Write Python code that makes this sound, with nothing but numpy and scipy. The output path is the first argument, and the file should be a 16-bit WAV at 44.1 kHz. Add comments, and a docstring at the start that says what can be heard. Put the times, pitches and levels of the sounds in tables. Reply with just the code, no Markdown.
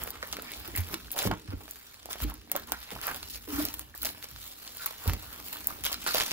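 """Hands pull bubble wrap off an object on a table, close to two microphone ports in a small room.
From the start the film rustles, thousands of tiny cracks fused with hiss, as the object rubs the table: noise
in table and object resonances. Sharp snaps (noise bursts) and dull pops (damped tones) join at once.
Gritty rubs over the bubbles (narrow noise) follow from 0.4 s and knocks on the table (low damped tones)
from 0.7 s to 5.1 s. Loud snaps crowd together from 5.8 s to the end."""
import sys
import numpy as np
from scipy import signal
from scipy.fft import rfft, irfft
from scipy.io import wavfile
from scipy.ndimage import uniform_filter1d

SR = 44100
rng = np.random.default_rng(int(sys.argv[2]) if len(sys.argv) > 2 else 0)


def transcribe(u):
    """Save the signal u as a 16-bit wav file named by the first command-line argument.

    u: samples, shape (n,) or (channels, n), limited to [-1, 1]; the rate is SR.
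    q: integer samples, one column per channel.
    """
    v = np.clip(np.atleast_2d(u).T, -1, 1)
    q = np.round(v * 32767).astype(np.int16)
    wavfile.write(sys.argv[1], SR, q)


def natural_amplitude(level_db):
    """Convert a level in decibels to a linear amplitude factor, elementwise."""
    exponent = np.asarray(level_db, float) / 20
    return 10 ** exponent


N = 278712

# Colour of the film up to 15700 Hz; the last three rows are a steep treble cut, not the film's own colour.
# Each row: frequency in Hz, relative level in dB.
FILM_AND_CUT = [(200, -16), (500, -10), (1300, -4), (1700, -4), (3000, 1.5), (4900, 3), (6500, -0.5),
                (9000, 9), (12000, 6), (14000, 7), (15700, 6), (16100, -63), (16800, -55), (17100, -56.5)]
# The two microphone ports. Each row: frequency in Hz, phase by which the right leads in radians,
# wander of that lead in radians, left minus right level in dB.
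PORT_RESPONSE = [(40, .7, .3, -2.5), (90, .65, .3, -2.5), (170, .5, .3, -.3), (300, .6, .6, 0),
                 (700, 1.1, 1.0, -5.5), (1500, 1.2, .7, -3), (3000, 2, .8, -1.5), (4600, 2.2, 1.2, -.5),
                 (5800, 4.7, 1.1, -.7), (7300, 4.3, .35, 0), (8200, 3.5, .05, 0), (9000, 3.14, .02, 0),
                 (9800, 2.7, .06, 0), (11500, 1.6, .35, 0), (14000, 0, .12, 0), (16000, -.9, .3, 0)]


def evened(x):
    """Scales to rms 1."""
    return x / np.sqrt(np.mean(x ** 2) + 1e-20)


def curves(rows):
    """Each dB column as a gain for every sample."""
    s, *columns = np.transpose(rows)
    return natural_amplitude([np.interp(np.arange(N) / SR, s, c) for c in columns])


def add(mix, s, sound):
    """Mixes a sound in at time s."""
    part = mix[max(round(s * SR), 0):][:len(sound)]
    part += sound[:len(part)]


def swells(steady, s, levels_db, rise, fall):
    """Adds in power, to each steady gain, swells that climb to a peak and sink from it at a constant dB rate."""
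    t = np.arange(0, N / SR + .002, .001)
    late = t - s[:, None]
    rise, fall = rise.clip(.001)[:, None], fall.clip(.001)[:, None]  # 1 ms at the least
    shape = natural_amplitude(-40 * np.where(late < 0, -late / rise, late / fall))  # in power: 20 dB per rise or fall
    power = natural_amplitude(2 * np.asarray(levels_db)) @ shape
    return np.sqrt(steady ** 2 + [np.interp(np.arange(N) / SR, t, p) for p in power])


def film_parts(x, colour=FILM_AND_CUT):
    """Filters x by a colour curve and splits it into dull, middle and bright parts."""
    size = x.shape[-1]
    hz = np.fft.rfftfreq(size, 1 / SR) + 1
    f, db = np.transpose(colour)
    low, high = (1 / (1 + (hz / edge_hz) ** 4) for edge_hz in (1600, 7000))
    spectrum = rfft(x) * natural_amplitude(np.interp(np.log(hz), np.log(f), db))
    return np.array([irfft(spectrum * share, size) for share in (low, high - low, 1 - high)])


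def stirring():
    """Gains of the dull, middle and bright rustle: steady handling plus crumples."""
    # Steady handling between crumples. Each row: time in seconds, dull, middle and bright level in dB.
    handling = [(0, -46.5, -68, -58), (.31, -57, -69.5, -74), (.6, -59.5, -55.5, -52.5),
                (1.04, -64, -58, -59), (1.45, -71.5, -69, -76), (1.62, -64, -64, -61),
                (2.03, -63, -67, -79), (2.2, -63.5, -48.5, -61), (2.43, -65.5, -77, -70),
                (2.65, -64, -61.5, -72.5), (2.9, -56.5, -54, -66), (3.27, -65, -59, -65),
                (3.45, -72, -68, -59), (3.65, -67, -47, -58.5), (3.9, -64.5, -66, -74),
                (4.2, -62, -58, -59), (4.6, -63.5, -55, -56), (4.97, -57.5, -54, -58.5),
                (5.42, -60, -55, -55.5), (5.8, -57, -59, -60), (6.04, -55, -46, -54), (6.32, -56, -46, -47)]
    # Crumples of the film. Each row: peak time in seconds, dull, middle and bright level in dB,
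    # seconds to rise 20 dB, seconds to fall 20 dB (anything under 0.001 acts as 0.001).
    crumples = [(.0, -45, -53.5, -51, .05, 0.1), (.1, -51, -56, -46, 0.3, 0), (.235, -70, -54, -71, 6, 8),
                (.28, -61, -60, -52, 0.15, 0.2), (.334, -57, -39, -60.5, -0.08, 0),
                (0.391, -31, -51, -49, -0.06, -0.02), (.44, -53.5, -59, -63.5, 0.4, 0.6),
                (.52, -65, -51.5, -60, 0.7, 0.8), (0.675, -52, -63, -64, 0.2, 0.4),
                (.753, -53, -40, -45, -0.1, 0), (0.775, -42, -41.5, -34.5, -0.01, 0.06),
                (0.945, -37.5, -41.5, -36, 0.0659, -0.0144), (1.127, -56, -40, -41, -0.05, 0.03),
                (1.161, -39, -43, -40, 0, 0.06), (1.189, -42, -31, -36, 0.0142, 0.0528),
                (1.228, -31.5, -38, -27, -0.02, -0.0278), (1.274, -43.5, -37, -37.5, 0.09, 0.02),
                (1.315, -27, -38, -49, 0.0048, -0.0143), (1.336, -48, -54, -61.5, -0.12, 0.06),
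                (1.481, -51.5, -57, -81, -0.04, 0.03), (1.535, -42.5, -64, -55, 0.04, 0),
                (1.61, -54.5, -61, -59, 0.05, 0.08), (1.695, -64.5, -56, -54, 0, 0.55),
                (1.8, -62.5, -51, -51, -0.08, 0), (2.064, -55.5, -50.5, -53, -0.44, 0.02),
                (2.109, -42, -40.5, -40.5, 0.0157, 0.05), (2.241, -40.5, -41, -33, 0.0447, 0),
                (2.31, -46.5, -51.5, -52, 0.14, 0.01), (2.56, -47, -47.5, -47.5, 0.01, 0.0879),
                (2.68, -53, -55, -55, -0.2, 0.5), (2.728, -45, -40, -53, -0.05, 0),
                (2.812, -54.5, -47.5, -52, -0.3, 0.14), (2.914, -53.5, -52.5, -52, -0.14, 0.23),
                (3.026, -50, -41.5, -43.5, -0.06, 0.3), (3.096, -36, -48.5, -42.5, 0.09, 0.075),
                (3.158, -60, -49, -44.5, -0.1, 0.0755), (3.237, -69, -45, -50, -0.08, -0.05),
                (3.299, -70, -40, -39, -0.04, 0.06), (3.348, -54, -40.5, -43.5, 0.04, 0.05),
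                (3.488, -46, -47, -45, -0.03, 0.2), (3.525, -47, -42, -39.5, 0.02, 0.26),
                (3.593, -42, -37, -33.5, 0.04, 0.08), (3.669, -53.5, -46, -60, -0.25, 0.1),
                (3.796, -59, -62, -55, 0.5, 0.14), (3.95, -67, -50, -48, -0.04, 0.2),
                (4.02, -67, -47.5, -46.5, -0.55, 0.14), (4.054, -42, -33.5, -32.5, -0.04, 0.0638),
                (4.24, -54, -45, -44, 0.04, 0.02), (4.476, -59, -47, -50, 0.28, 0.1),
                (4.63, -59.5, -53, -53.5, 0.1, 1), (4.82, -54.5, -44.5, -47, 0.12, 0.04),
                (4.845, -57, -47, -54, .06, 0.02), (4.87, -55, -45, -49.5, 0.06, 0.15),
                (5.02, -50.5, -49, -45, 0.0631, 0.12), (5.087, -38, -43, -40, 0.06, 0.0254),
                (5.13, -58, -47, -59, 0.13, 0.08), (5.24, -54, -53.5, -52, 0.23, 1.3),
                (5.451, -73, -48, -49, -0.1, 0.9), (5.529, -45, -44, -40, -0.01, 0.03),
                (5.68, -44, -54, -42, -0.11, 0.15), (5.725, -35.5, -49, -53, -0.01, .01),
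                (5.856, -42, -34, -39.5, 0.02, 0.1), (5.941, -48, -42, -43, 0.1, 0),
                (6.069, -41.5, -33, -40, -0.0453, 0.47), (6.154, -38, -29.5, -36, -0.0645, 0.08),
                (6.215, -36, -28.5, -40, -0.034, 0.04), (6.318, -62, -44, -60.5, 0.27, -6)]
    s, *levels_db, rise, fall = np.transpose(crumples)
    return swells(curves(handling), s, levels_db, rise, fall)


def patchy(x, depth_db=1.8):
    """The colour drifts at random in patches of time and pitch."""
    hz, t, z = signal.stft(x, SR, nperseg=512, noverlap=384)
    patches = rng.standard_normal((len(t), len(hz))).T
    patches = uniform_filter1d(patches, size=6, axis=0)
    patches = evened(uniform_filter1d(patches, size=24, axis=1))
    return signal.istft(z * natural_amplitude(depth_db * patches), SR, nperseg=512, noverlap=384)[1][:, :N]


def rustle(stir, kinds=24):
    """Countless small cracks, each kind with its own pitch and length, in clumps, fused with a rubbing hiss."""
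    cracks_per_s, spread_db, hiss = 2000, 3.8, 0.85
    clumps_per_s, clump_s, clump_db = 120, .008, 1.8

    starts = rng.exponential(1, N) * (rng.random(N) < clumps_per_s / SR)
    clumps = signal.lfilter([1], [1, -np.exp(-1 / (clump_s * SR))], starts)  # sudden start, slow end
    clumps = natural_amplitude((clump_db * evened(clumps - clumps.mean())).clip(-9, 9))

    size = natural_amplitude(spread_db * np.minimum(rng.exponential(1, N), 5))
    size = size * (rng.random(N) < cracks_per_s / SR)
    kind = rng.integers(0, kinds, N)
    t = np.arange(512) / SR
    cracks = np.zeros(N)
    for k, hz in enumerate(np.geomspace(500, 15000, kinds)):
        decay = np.exp(-t * hz / rng.uniform(.5, 1.5))  # dies within a cycle or two
        tone = evened(np.sin(2 * np.pi * hz * t) * decay) * np.sqrt(hz / 4000)
        click = evened(rng.standard_normal(512) * np.exp(-t / .0003))
        cracks += signal.oaconvolve(size * (kind == k), tone + 2.3 * click)[:N]

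    # the hiss comes from the whole sheet, so the ports share it only where the lead holds still
    f, _, wander, _ = np.transpose(PORT_RESPONSE)
    shared = np.exp(-3. * np.interp(np.fft.rfftfreq(N, 1 / SR), f, wander) ** 2)
    common, *own = rfft(rng.standard_normal((3, N)))
    spread_hiss = irfft(np.sqrt(shared) * common + np.sqrt(1 - shared) * np.array(own), N)

    x = patchy((evened(cracks) + hiss * spread_hiss) * clumps)
    return sum(gain * evened(part) for gain, part in zip(stir, film_parts(x)))


def ring(x, modes):
    """Sum of resonances, each applied twice, at rms 1."""
    out = 0
    for hz, width, db in modes:
        b, a = signal.iirpeak(hz, hz / width, SR)
        once = signal.lfilter(b, a, x)
        out = out + natural_amplitude(db) * signal.lfilter(b, a, once)
    return evened(out)


def table_rubbing():
    """Lumpy friction noise drives the resonances of the table top and of the hollow object."""
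    # Table top, then wrapped object. Each row: resonance in Hz, width of one filter pass in Hz, relative dB.
    boom_modes = [(58.2, 19.4, 2), (89.5, 11.8, -0.5), (113.4, 37, -10)]
    hollow_modes = [(197.3, 37.6, -3.5), (245, 44, 0), (300, 51, 0), (390, 112, -7)]
    # Resting contact with the table. Each row: time in seconds, boom level in dB, hollow ring level in dB.
    resting = [(0, -59, -63.5), (.65, -54.5, -76), (1.05, -50, -63), (1.2, -72, -69), (1.45, -78, -65),
               (2.0, -64, -66), (2.4, -56.5, -57), (2.85, -62, -72), (3.35, -59, -61.5), (3.9, -53.5, -69),
               (4.5, -65, -64.5), (5.0, -58, -65.5), (5.2, -53, -61), (5.55, -59.5, -57),
               (6.32, -63.5, -55)]
    # Shoves across the table. Each row: peak time in seconds, boom level in dB, hollow ring level in dB,
    # seconds to rise 20 dB, seconds to fall 20 dB (anything under 0.001 acts as 0.001).
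    shoves = [(.0, -30.5, -45, .05, 0.06), (.23, -53.5, -60, 3, -0.2), (.37, -70, -50, 0.2, 0.5),
              (.56, -51, -70, .01, 2), (0.684, -29, -46, -0.03, -0.05), (.78, -53, -48, 0.2, 0.2),
              (.9, -51, -44, -0.26, 0.13), (0.927, -51, -43, -0.08, 0.08), (1.0, -52.5, -70.5, 0, -0.5),
              (1.264, -40, -27, 0.0136, 0.0944), (1.29, -47, -42, 0.07, -0.08),
              (1.318, -34, -35.5, 0.08, 0.07), (1.49, -59, -53, 0.9, 0.27), (1.539, -35.5, -47, 0, 0.08),
              (2.23, -32.5, -43, 0.02, 0.1267), (2.3, -39.5, -55.5, -0.03, 0),
              (2.55, -59, -50.5, 0.05, 0.2821), (2.73, -51, -44.5, 0.06, 0.02),
              (2.938, -36.5, -45.5, -0.1, 0.08), (3.1, -52, -56.5, -0.2, 0.7),
              (3.54, -41.5, -46, -0.02, 0.25), (3.63, -43.5, -41, -0.26, 0.1), (3.69, -53, -58.5, .01, 0.3),
              (3.73, -59.5, -69, 1.5, 0), (4.07, -54, -52, 0.1, 0.2), (4.24, -51.5, -57, -0.4, 0.04),
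              (4.35, -47.5, -84, 0.2, 0.16), (4.91, -56, -60, 0, -0.3), (5.078, -29.5, -38, -0.09, 0.13),
              (5.83, -46.5, -73, 0.2, 0.15), (6.04, -55, -76, 1.2, -1.5), (6.15, -62, -50, -0.9, -0.7)]
    lumps = natural_amplitude(1.14 * evened(uniform_filter1d(rng.standard_normal((2, N)), 900)))
    drive = rng.standard_normal((2, N)) * lumps
    s, *levels_db, rise, fall = np.transpose(shoves)
    boom, hollow = swells(curves(resting), s, levels_db, rise, fall)
    return boom * ring(drive[0], boom_modes) + hollow * ring(drive[1], hollow_modes)


def room(x, turn_s=.11):
    """Sparse taps, treble dying first; three random echoes blend in turn so no fixed colouring builds up."""
    # Reverberation of the small room. Each row: frequency in Hz, time to fall 60 dB in seconds.
    decay_times = [(300, 0.14), (2000, 0.23), (6000, 0.094), (14000, 0.043)]
    taps = np.zeros((3, SR // 2))
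    slots = np.arange(200, SR // 2 - 20, 20)
    at = slots + rng.integers(0, 20, (3, len(slots)))
    np.put_along_axis(taps, at, rng.choice([-1., 1.], at.shape), 1)
    hz, t, z = signal.stft(taps, SR, nperseg=256)
    f, t60 = np.transpose(decay_times)
    fade = natural_amplitude(-60 * t / np.interp(hz, f, t60)[:, None])
    tails = signal.istft(z * fade, SR, nperseg=256)[1]
    phase = np.arange(N) / SR / turn_s + np.arange(3)[:, None]
    turns = np.cos(np.pi * phase / 3) * np.sqrt(2 / 3)  # the three powers always sum to 1
    return signal.oaconvolve(x * turns, tails / np.linalg.norm(tails[0]), axes=1).sum(0)[:N]


def crease_flips(rows, crack_s=0.00039, shiver_s=0.0048, shiver_db=-12):
    """A crease flips: a crack under a millisecond, then a short shiver; duller parts last longer."""
    # Treble cut for the snaps, which reach higher than the rustle. Each row: frequency in Hz, relative dB.
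    snap_cut = [(16700, -30), (17100, -48)]
    out, lead = np.zeros(N), 256
    t = (np.arange(2048) - lead) / SR
    noise = rng.standard_normal((len(rows), 2048))
    noise[:, lead] = 4.5  # the flip itself
    parts = []
    for k, longer in enumerate((2.6, 1.4, 1)):  # dull, middle, bright
        rise = np.exp(np.minimum(t, 0) / (0.079 * crack_s * longer))
        crack = np.exp(-t.clip(0) / (crack_s * longer))
        shiver = natural_amplitude(shiver_db) * np.exp(-t.clip(0) / (shiver_s * longer))
        part = film_parts(noise * rise * (crack + shiver), FILM_AND_CUT[:-3] + snap_cut)[k]
        parts.append(part / abs(part).max(1, keepdims=True))
    for k, (s, bright_db, middle_db, dull_db) in enumerate(rows):
        sound = sum(natural_amplitude(db) * p[k] for db, p in zip((dull_db, middle_db, bright_db), parts))
        add(out, s - lead / SR, sound)
    return out


def loud_snaps():
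    """The loud snaps of the film, as creases flip."""
    # Each row: time in seconds, bright, middle and dull peak in dB.
    snap_rows = [(.0367, -12, -42, -50), (.071, -25, -42.5, -44), (.0752, -24, -27.5, -29.5),
                 (.1054, -18, -32, -39), (.228, -55, -22.5, -23.5), (.2739, -25, -38.5, -54),
                 (.3272, -39, -13.5, -60.5), (.3317, -27, -25, -34), (.3685, -26, -24, -31),
                 (.4219, -20, -47.5, -52), (.5083, -41, -29, -46), (.5186, -22, -28, -42),
                 (.5699, -28, -48, -54), (.5972, -28, -41, -51), (.6774, -21.5, -41, -56),
                 (.7597, -23, -24, -47.5), (.7633, -10, -30, -31), (.7761, -20, -20.5, -57),
                 (.7809, -13, -37.5, -45), (.7875, -30, -31, -51), (.8057, -19, -44.5, -46),
                 (.872, -31.5, -32, -49), (.888, -26, -36, -33.5), (.9423, -26, -14, -30.5),
                 (1.0467, -45, -36, -46), (1.0582, -44, -39, -46), (1.1065, -45, -25, -50),
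                 (1.1166, -13.5, -32, -44), (1.1231, -16, -49, -58), (1.1798, -15, -29, -42),
                 (1.1899, -25, -12, -35.5), (1.2215, -30, -21, -24), (1.2362, -27, -34, -24),
                 (1.2737, -23, -27, -27.5), (1.3974, -37, -36, -56), (1.478, -53, -39.5, -39),
                 (1.6368, -39, -42.5, -68), (1.6805, -47.5, -36, -36.5), (1.7104, -17.5, -51, -64),
                 (1.7894, -38.5, -47, -56.5), (1.9433, -34, -33, -45), (2.0576, -25, -27.5, -57),
                 (2.1308, -31, -15.5, -52), (2.1581, -33, -45, -30), (2.2036, -28, -27.5, -31),
                 (2.2202, -18.5, -52.5, -58), (2.2995, -23.5, -40, -30), (2.3408, -23.5, -46, -61.5),
                 (2.4755, -44, -55, -46), (2.4982, -38, -52.5, -39), (2.5166, -7, -19, -26.5),
                 (2.5544, -34, -22, -24), (2.5638, -11, -27, -26), (2.574, -32, -37.5, -29),
                 (2.6731, -28.5, -38, -58), (2.7207, -8.5, -17.5, -23.5), (2.8038, -30, -41, -56),
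                 (2.9059, -37, -24.5, -37), (3.0146, -24, -23, -38), (3.0379, -38, -25, -30),
                 (3.0697, -9, -40, -32), (3.1455, -27, -23, -32.5), (3.2298, -34, -20, -39),
                 (3.2888, -33, -37.5, -63), (3.3581, -24, -31, -39), (3.3754, -28, -32, -66),
                 (3.4786, -34, -39, -37), (3.653, -9, -17, -36), (3.6862, -30, -19.5, -49),
                 (3.741, -14.5, -22, -63), (3.7944, -15, -33.5, -37), (3.9502, -31, -45, -34.5),
                 (3.9777, -23.5, -46, -57.5), (4.0176, -23, -29, -54.5), (4.0213, -19, -23, -53.5),
                 (4.031, -11, -31, -34), (4.0491, -14, -16, -37), (4.0552, -15, -14, -58),
                 (4.0706, -16, -36, -27), (4.0902, -41, -18, -59), (4.148, -41, -41, -35),
                 (4.2269, -32, -24.5, -42), (4.2427, -39, -27, -35.5), (4.3143, -27.5, -55.5, -46),
                 (4.362, -43.5, -27.5, -45), (4.4785, -24, -50, -52.5), (4.6772, -43, -22.5, -51),
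                 (4.7707, -22, -41, -37), (4.8604, -8.5, -27, -40), (4.8641, -12, -29, -29.5),
                 (4.91, -40, -30.5, -31), (5.0777, -13, -18.5, -36), (5.1351, -15, -21.5, -31),
                 (5.3296, -27, -33.5, -74.5), (5.402, -37, -48, -51), (5.4476, -33, -44, -50),
                 (5.5603, -38, -43.5, -37), (5.645, -27, -32, -40), (5.6018, -35, -45, -59),
                 (5.6716, -1.5, -57, -70), (5.7897, -42, -43, -62), (5.8388, -18, -20, -45),
                 (5.8449, -30, -14.5, -38), (5.8516, -11, -26, -44), (5.858, -32, -22, -46),
                 (5.8652, -31.5, -9.5, -27), (5.9215, -18, -28.5, -59), (5.929, -22, -12, -53),
                 (5.9432, -26, -15, -38), (6.0427, -23, -39, -38), (6.0648, -32, -15, -19),
                 (6.0843, -34, -34.5, -21), (6.1364, -22, -22, -43), (6.142, -22, -13, -37),
                 (6.1465, -12, -10, -20), (6.201, -27, -8, -24), (6.2083, -34, -9.5, -20),
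                 (6.2369, -18, -21, -44), (6.2854, -28, -41, -35), (6.3101, -31, -14, -35),
                 (6.3163, -34, -13, -26)]
    return crease_flips(snap_rows)


def ticks(stir, per_s=90):
    """Small snaps at random moments, stronger when the film is stirred more, each with its own colour."""
    base_db = (-40.5, -55, -49.5)  # bright, middle and dull peak over a -52 dB rustle
    follow, spread_db = 0.65, 1  # share of the rustle's swings in dB that they follow; scatter
    s = rng.random(round(per_s * N / SR)) * (N - 1) / SR
    over_db = 20 * np.log10(stir[::-1, (s * SR).astype(int)].T) + 52
    force, colour = rng.standard_normal((len(s), 1)), rng.standard_normal(over_db.shape)
    scatter = (.8 * force + .6 * colour).clip(-3, 1.4)
    return crease_flips(np.column_stack([s, base_db + follow * over_db + spread_db * scatter]))


def blows(rows):
    """Damped tones with a soft rise."""
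    out, t = np.zeros(N), np.arange(SR // 2) / SR
    for s, db, hz, rise, t60 in rows:
        swell = np.sin(np.pi / 2 * np.minimum(t / rise, 1)) ** 2
        decay = natural_amplitude(-60 * np.maximum(t - rise, 0) / t60)
        add(out, s, natural_amplitude(db) * swell * decay * np.sin(2 * np.pi * hz * t))
    return out


def pops():
    """Dull pops of folds and air pockets: damped tones that rise in a millisecond."""
    # Each row: time in seconds, level in dB, pitch in Hz, time to fall 60 dB in seconds.
    pop_rows = [(0.074, -37, 438, 0.046), (0.227, -21.5, 1880, 0.0055), (.232, -30.5, 553, 0.018),
                (0.331, -29, 1240, 0.00623), (0.368, -33, 1290, 0.0078), (0.386, -32.5, 536, 0.028),
                (.396, -33, 1390, 0.011), (0.751, -27, 2060, 0.015), (.782, -41, 4050, .012),
                (.897, -36, 1300, .008), (1.082, -40, 1530, 0.0067), (1.171, -34, 1000, 0.02),
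                (1.202, -29, 550, 0.008), (1.22, -31, 584, 0.01493), (1.229, -29, 860, 0.0093),
                (1.253, -18, 480, 0.0058), (1.272, -28, 1080, 0.017), (1.288, -33, 800, 0.014),
                (1.311, -28, 735, 0.021), (1.318, -28.5, 1400, 0.018), (1.33, -37, 1060, 0.01),
                (1.524, -34, 516, 0.019), (1.608, -40.5, 770, 0.01), (2.058, -32, 630, 0.0062),
                (2.089, -32, 740, 0.0098), (2.155, -33.5, 580, 0.014), (2.2, -42, 712.7, 0.032),
                (2.228, -38, 1410, 0.024), (2.298, -40, 780, 0.022), (2.319, -35.5, 940, 0.013),
                (2.5165, -38, 810, 0.0074), (2.5492, -28.5, 830, 0.009), (2.554, -21.5, 597, 0.02),
                (2.564, -31.5, 910, .012), (2.697, -38, 895, .012), (2.7205, -31, 1340, 0.011),
                (2.7215, -29, 670, 0.0073), (2.745, -37, 1480, 0.0099), (2.921, -33, 473, 0.02),
                (2.963, -29.5, 924.5, 0.0059), (2.989, -34, 1334, 0.01), (3.477, -35, 423, 0.019),
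                (3.54, -38, 1080, 0.024), (3.575, -35, 796, 0.032), (3.582, -35, 1410, 0.037),
                (3.6, -29.5, 630, 0.024), (3.602, -38, 1060, .025), (3.653, -27, 704, 0.011),
                (3.942, -37.5, 1740, 0.014), (4.013, -46, 1391, 0.01231), (4.032, -35, 1420, 0.02),
                (4.048, -34.5, 646, 0.068), (4.361, -39.5, 1360, 0.004), (4.863, -28.5, 1160, 0.012),
                (5.059, -30.5, 453.7, 0.023), (5.134, -34, 1210, 0.019), (5.524, -36, 930, 0.0068),
                (5.558, -32.5, 1200, 0.016), (5.706, -30, 1220, 0.02), (5.865, -28, 1440, 0.01016),
                (5.898, -33.5, 1030, 0.0073), (5.943, -32, 1390, 0.013), (6.066, -23, 1240, 0.0042),
                (6.084, -27, 1400, 0.042), (6.106, -24, 1400, 0.0074), (6.1466, -18, 663, 0.02),
                (6.1645, -26, 640, 0.011), (6.2082, -31, 1190, 0.011)]
    return blows([(s, db, hz, .001, t60) for s, db, hz, t60 in pop_rows])


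def rubs():
    """Fingers rub over the bubbles: gritty noise in one resonance, swelling fast and fading slowly."""
    # Each row: start in seconds, length in seconds, level in dB before the swell, pitch in Hz,
    # width of one filter pass in Hz.
    rub_rows = [(0.429, 0.15, -49.5, 2100, 900), (.74, .075, -42, 2000, 1300),
                (1.135, 0.12, -44.5, 590, 600), (1.166, 0.1, -41, 2630, 1600),
                (1.304, 0.041, -38, 960, 910), (2.721, 0.049, -43, 1530, 700), (3.04, 0.11, -42, 1190, 700),
                (3.52, 0.16, -44, 1300, 1200), (4.787, 0.1, -48, 1400, 600), (5.0, 0.089, -55, 1150, 600),
                (5.853, .04, -41, 3000, 500), (6.062, 0.042, -42, 1300, 1000),
                (6.14, 0.062, -41.5, 570, 400)]
    out = np.zeros(N)
    shape = len(rub_rows), SR // 4
    grit = rng.standard_normal(shape) * rng.exponential(1, shape)
    for noise, (s, length, db, hz, width) in zip(grit, rub_rows):
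        u = np.arange(0, length, 1 / SR) / length
        add(out, s, natural_amplitude(db) * np.sin(np.pi * u ** .7) * ring(noise, [(hz, width, 0)])[:len(u)])
    return out


def knocks():
    """Knocks on the table: low damped tones."""
    # Each row: time in seconds, level in dB, pitch in Hz, rise in seconds, time to fall 60 dB in seconds.
    knock_rows = [(.68, -42, 198, 0.0037, 0.045), (.685, -36, 330, .004, 0.044),
                  (.772, -23, 87, 0.024, 0.2), (.93, -36, 332, 0.012, 0.11),
                  (1.25, -26.5, 102, 0.012, 0.24), (1.252, -29, 300, 0.011, 0.071),
                  (1.256, -26.5, 188, 0.0079, 0.048), (1.322, -32, 177, 0.0041, 0.074),
                  (1.48, -31.5, 96, 0.011, 0.2), (1.484, -41.5, 194, 0.0043, 0.058),
                  (1.53, -31, 276, 0.0059, 0.063), (2.212, -35.5, 108, 0.0058, 0.053),
                  (2.23, -29, 52.69, 0.011, 0.21), (2.232, -39, 296, 0.02, 0.29),
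                  (2.246, -29, 296, 0.0043, 0.021), (2.925, -39, 196, .006, 0.043),
                  (3.478, -37.5, 300, 0.008, 0.67), (3.482, -42.5, 415, 0.019, .12),
                  (3.525, -29.5, 281, 0.01, 0.28), (3.578, -23, 291.7, 0.015, 0.13),
                  (3.612, -30.5, 300, 0.0078, 0.1), (3.675, -37, 284, 0.007, 0.061),
                  (5.066, -19.5, 86, 0.0099, 0.15), (5.07, -26, 49.4, .015, 0.14),
                  (5.09, -32, 107, 0.011, 0.081)]
    return blows(knock_rows)


def scene():
    """Film, its echo in the room, and the table."""
    stir = stirring()
    film = rustle(stir) + loud_snaps() + ticks(stir) + pops() + rubs()
    echo = natural_amplitude(-12.0) * room(film.mean(0))
    deep_cut = signal.butter(4, 40, 'highpass', fs=SR, output='sos')  # small ports lose the deepest bass
    return film + echo + signal.sosfilt(deep_cut, table_rubbing() + knocks())


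def top_cut(x):
    """Nothing passes above the cut-off."""
    return signal.sosfilt(signal.butter(12, 16980, fs=SR, output="sos"), x)


def record(dry):
    """The ports hear the sound shifted in phase; the shift wanders as the sounding spot moves."""
    hz, t, z = signal.stft(dry, SR, nperseg=256, noverlap=192)
    f, *columns = np.transpose(PORT_RESPONSE)
    wander = np.interp(hz, f, columns[1])[:, None]
    chance = rng.standard_normal((len(t), len(hz))).T
    chance = uniform_filter1d(chance, size=18, axis=0)
    chance = evened(uniform_filter1d(chance, size=3, axis=1))
    side = np.array([-.5, .5])[:, None, None]  # left, right
    turned = z * np.exp(1j * side * wander * chance)
    moved = signal.istft(turned, SR, nperseg=256, noverlap=192)[1][:, :N]
    lead, _, pan_db = (np.interp(np.fft.rfftfreq(N, 1 / SR), f, c) for c in columns)
    port_gain = np.exp(1j * side[:, 0] * lead) * natural_amplitude(-side[:, 0] * pan_db)
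    heard = irfft(rfft(moved) * port_gain, N)
    return top_cut(heard)


dry = scene()
out = record(dry)
transcribe(out)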